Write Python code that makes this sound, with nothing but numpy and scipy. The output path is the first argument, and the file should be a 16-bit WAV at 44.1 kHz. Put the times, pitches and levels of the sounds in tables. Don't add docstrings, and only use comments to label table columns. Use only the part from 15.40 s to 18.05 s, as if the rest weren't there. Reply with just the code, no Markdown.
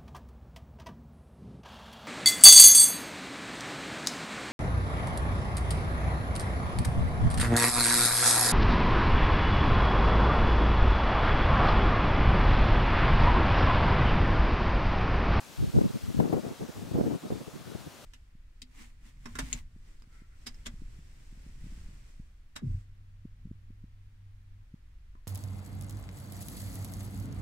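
import sys
import numpy as np
from scipy import signal
from scipy.fft import rfft, irfft, next_fast_len
from scipy.io import wavfile
from scipy.ndimage import uniform_filter1d, map_coordinates

SR = 44100
rng = np.random.default_rng(int(sys.argv[2]) if len(sys.argv) > 2 else 0)


def int16_out(signal):
    q = np.round(np.clip(np.atleast_2d(signal).T, -1, 1) * 32767)
    wavfile.write(sys.argv[1], SR, q.astype(np.int16))


N = 116865

# frequency in Hz, relative density in dB.
TREE_SPECTRUM = [(20, -29), (50, 0), (130, 3), (260, 2.5), (430, -2), (580, 0.5), (830, -2), (1100, -1.5),
                 (1400, -3), (1900, -9.5), (3500, -25), (9000, -63)]
# frequency in Hz, left-right likeness (1 is mono).
TREE_LIKENESS = [(60, -0.25), (250, 0.21), (600, 0.82), (1400, 0.59)]
# middle and length in seconds, pitch in Hz, level in dB.
FAR_CHIRPS = [(0.733, 0.037, 2770, -64), (1.952, 0.08, 3600, -61)]
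# time in seconds, level in dB.
BREEZE_LEVEL = [(0, -52.4), (.35, -52), (1.1, -54), (1.9, -55), (2.65, -55)]
# frequency in Hz, relative density in dB.
LEAF_SPECTRUM = [(500, -19), (1500, -3.5), (2600, 1), (4000, 0.5), (5000, -1), (6500, -1.5), (8500, -4.5),
                 (12000, -8.5), (15700, -11)]
# frequency in Hz, left-right likeness.
LEAF_LIKENESS = [(1500, 0.23), (3500, 0.5), (7000, 0.69), (15000, 0.71)]
# frequency in Hz, left over right in dB.
LEAF_PAN = [(4000, 2.5), (8000, 1.1)]
# multiple of its rate, level in dB.
MOTOR_OVERTONES = [(7, -83), (8, -80), (9, -78), (11, -76.5), (13, -76), (14, -79), (23, -81)]
# peak time and length in seconds, relative level in dB,
# left port over right in dB, tilt in dB per octave.
WIND_PUFFS = [(0.202, 0.04, -48, 9, -12), (0.227, 0.035, -36.5, -4, -6), (0.244, 0.022, -37.5, -1.5, -2.5),
              (0.28, 0.031, -41, -3, -8), (0.358, 0.041, -32.5, -3.5, -3), (0.364, 0.012, -30, -8.5, -0.5),
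              (0.381, 0.027, -28, 8.5, -3.5), (0.388, 0.0047, -27, 8, 0.5), (0.413, 0.014, -29.5, 8, 1),
              (0.449, 0.038, -31.5, 0, -3), (0.503, 0.02, -43.5, -10, -2.5), (0.554, 0.034, -39.5, 5, -3),
              (0.641, 0.054, -49.5, 8, -7.5), (0.693, 0.047, -44.5, 13.5, -5.5),
              (0.747, 0.015, -41.5, 17, -3), (0.776, 0.038, -37.5, 5.5, -7.5),
              (0.793, 0.0047, -23.5, 8, -6), (0.806, 0.011, -25.5, 8.5, 1), (0.802, 0.0057, -27, 6.5, 7),
              (0.817, 0.036, -34, 9, 0), (0.85, 0.052, -31, 7, 1.5), (0.905, 0.024, -33.5, 7.5, 0.5),
              (0.929, 0.011, -32, 5, 6), (0.936, 0.025, -26, 5.5, 2), (0.97, 0.049, -31.5, 6.5, 1.5),
              (1.049, 0.049, -40, 6.5, 3.5), (1.067, 0.0071, -32, 6, 2), (1.086, 0.042, -42.5, 8, 1.5),
              (1.116, 0.034, -41, -5, 1.5), (1.217, 0.035, -35.5, 3, 1), (1.238, 0.057, -45, 6.5, -0.5),
              (1.293, 0.027, -43.5, -10, 1), (1.38, 0.057, -43, 1.5, -2.5), (1.431, 0.041, -41.5, 5.5, -3),
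              (1.477, 0.049, -45, 5, -2.5), (1.517, 0.014, -34.5, 8, -3.5), (1.555, 0.035, -28, 1, -0.5),
              (1.589, 0.055, -30, -6.5, 1.5), (1.612, 0.0082, -22.5, -4.5, -2), (1.639, 0.032, -34, -8, 0),
              (1.669, 0.037, -29.5, 6.5, 0), (1.713, 0.04, -33.5, 7.5, 2.5), (1.742, 0.045, -35, 5, -0.5),
              (1.852, 0.047, -39.5, 0, 2.5), (1.906, 0.0064, -31, 0, 3), (1.924, 0.032, -32, -0.5, 0.5),
              (1.96, 0.057, -44, 11, -2.5), (2.014, 0.025, -42, -6.5, 1.5),
              (2.081, 0.02, -43.5, 10.5, -0.5), (2.154, 0.045, -45.5, -7.5, -2),
              (2.205, 0.041, -50.5, 3, -4.5), (2.283, 0.049, -45.5, 6.5, -1.5),
              (2.325, 0.027, -47, 10, 0.5), (2.354, 0.011, -36, 9, -2), (2.386, 0.096, -54, 10, -4),
              (2.47, 0.023, -42.5, 2.5, -4)]
# frequency in Hz, relative density in dB.
BUFFET_SPECTRUM = [(25, -9.5), (60, -12), (130, 0), (280, -1), (450, -6), (700, -17), (1100, -31),
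                   (1700, -39), (3000, -52.5), (8000, -63)]
# frequency in Hz, relative density in dB.
HISS_SPECTRUM = [(3000, -36), (9500, 0), (11200, 9), (12300, 27), (13500, -5), (16000, -16)]
# frequency in Hz, boost in dB.
STEREO_BOOST = [(60, 7.5), (250, 4), (600, 2.5), (3000, 6)]
# time in seconds, gain on their difference in dB.
PORT_OPPOSITION = [(.7, 6.5), (.86, -0.5)]


def amp(db):
    return 10 ** (np.asarray(db) / 20)


def unit(x):
    return x / np.sqrt(np.mean(x ** 2) + 1e-20)


def along(points, hz):
    f, v = np.transpose(points)
    return np.interp(np.log(hz + 1), np.log(f + 1), v)


def curve(points):
    return np.interp(np.arange(N) / SR, *np.transpose(points))


def wobble(rate, size=N):
    return map_coordinates(rng.standard_normal(512), [np.arange(size) * rate / SR], mode="wrap")


def filtered(x, response):
    m = next_fast_len(N + SR // 4)
    return irfft(rfft(x, m) * response(np.fft.rfftfreq(m, 1 / SR)), m)[..., :N]


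def rush(spectrum, likeness, patchy_db):
    bins = signal.stft(rng.standard_normal((2, N)), nperseg=512)[2]
    patches = uniform_filter1d(rng.standard_normal(bins.shape[1:]), size=5, axis=0)
    patches = uniform_filter1d(patches, size=12, axis=1)
    noise = signal.istft(bins * amp(patchy_db * unit(patches)), nperseg=512)[1][:, :N]
    angle = lambda hz: np.arccos(np.clip(along(likeness, hz), -1, 1)) / 2
    mid_side_gains = lambda hz: [np.cos(angle(hz)), np.sin(angle(hz))]
    mid, side = filtered(noise, lambda hz: amp(along(spectrum, hz)) * mid_side_gains(hz))
    return unit(np.array([mid + side, mid - side]))


def far_trees(level_db=-52.5, pan_db=3.5):
    wood = rush(TREE_SPECTRUM, TREE_LIKENESS, patchy_db=1.5)
    return amp(level_db) * wood * amp([[pan_db / 2], [-pan_db / 2]])


def far_chirps(smear_hz=110):
    t = np.arange(N) / SR
    notes = np.zeros((2, N))
    for middle, length, pitch, db in FAR_CHIRPS:
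        band = filtered(rng.standard_normal((2, N)), lambda hz: np.exp(-((hz - pitch) / smear_hz) ** 2))
        notes += amp(db) * np.exp(-(2 * (t - middle) / length) ** 2) * unit(band)
    return notes


def near_leaves(flutter_db=0.23):
    level = amp(curve(BREEZE_LEVEL) + flutter_db * wobble(rate=29.93))
    rustle = level * rush(LEAF_SPECTRUM, LEAF_LIKENESS, patchy_db=1)
    return filtered(rustle, lambda hz: amp(along(LEAF_PAN, hz) * np.array([[.5], [-.5]])))


def camera_motor(rate_hz=300, drift_rad=0.22):
    phase = 2 * np.pi * rate_hz * np.arange(N) / SR
    return np.sqrt(2) * sum(amp(db) * np.sin(multiple * phase + drift_rad * wobble(rate=3.9))
                            for multiple, db in MOTOR_OVERTONES)


def puff(length, tilt_db, size, rise_share=0.41, pivot_hz=238, eddy_db=1, eddies_per_s=170):
    hz = np.fft.rfftfreq(size, 1 / SR)
    t = (np.arange(size) - size // 2) / SR
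    swell = np.exp(-(t / length / np.where(t < 0, rise_share, 1 - rise_share)) ** 2)
    untilted = amp(along(BUFFET_SPECTRUM, hz))
    colour = untilted * amp(tilt_db * np.log2(np.clip(hz, 50, 830) / pivot_hz))
    strength = np.sqrt(np.mean(swell ** 2) * np.mean(colour ** 2) / np.mean(untilted ** 2))
    ports = []
    for _ in range(2):
        eddies = amp(eddy_db * wobble(eddies_per_s, size=size))
        rumble = irfft(rfft(rng.standard_normal(size)) * colour)
        ports.append(unit(swell * eddies * rumble))
    return strength * np.array(ports)


def wind_on_microphone(gain_db=1.5, low_cut_hz=52, hiss_gain_db=-31.5, hiss_exponent=1.24):
    size = 12288
    pressure = np.zeros((2, N + 2 * size))
    for peak, length, db, pan_db, tilt_db in WIND_PUFFS:
        start = round(peak * SR) + size // 2
        port_gains = amp([[db + pan_db / 2], [db - pan_db / 2]])
        pressure[:, start:start + size] += port_gains * puff(length, tilt_db, size)
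    wind_filter = lambda hz: hz ** 2 / np.hypot(hz ** 2, low_cut_hz ** 2)
    pressure = filtered(amp(gain_db) * pressure[:, size:size + N], wind_filter)
    air = unit(filtered(rng.standard_normal((2, N)), lambda hz: amp(along(HISS_SPECTRUM, hz))))
    hiss = amp(hiss_gain_db) * np.abs(pressure) ** hiss_exponent * air
    left, right = pressure
    mid = (left + right) / 2
    side = filtered((left - right) / 2, lambda hz: amp(along(STEREO_BOOST, hz)))
    side *= amp(curve(PORT_OPPOSITION))
    return np.array([mid + side, mid - side]) + hiss


def scene():
    return wind_on_microphone() + far_trees() + near_leaves() + far_chirps() + camera_motor()


def record(dry):
    return filtered(dry, lambda hz: hz < 15800)


dry = scene()
out = record(dry)
int16_out(out)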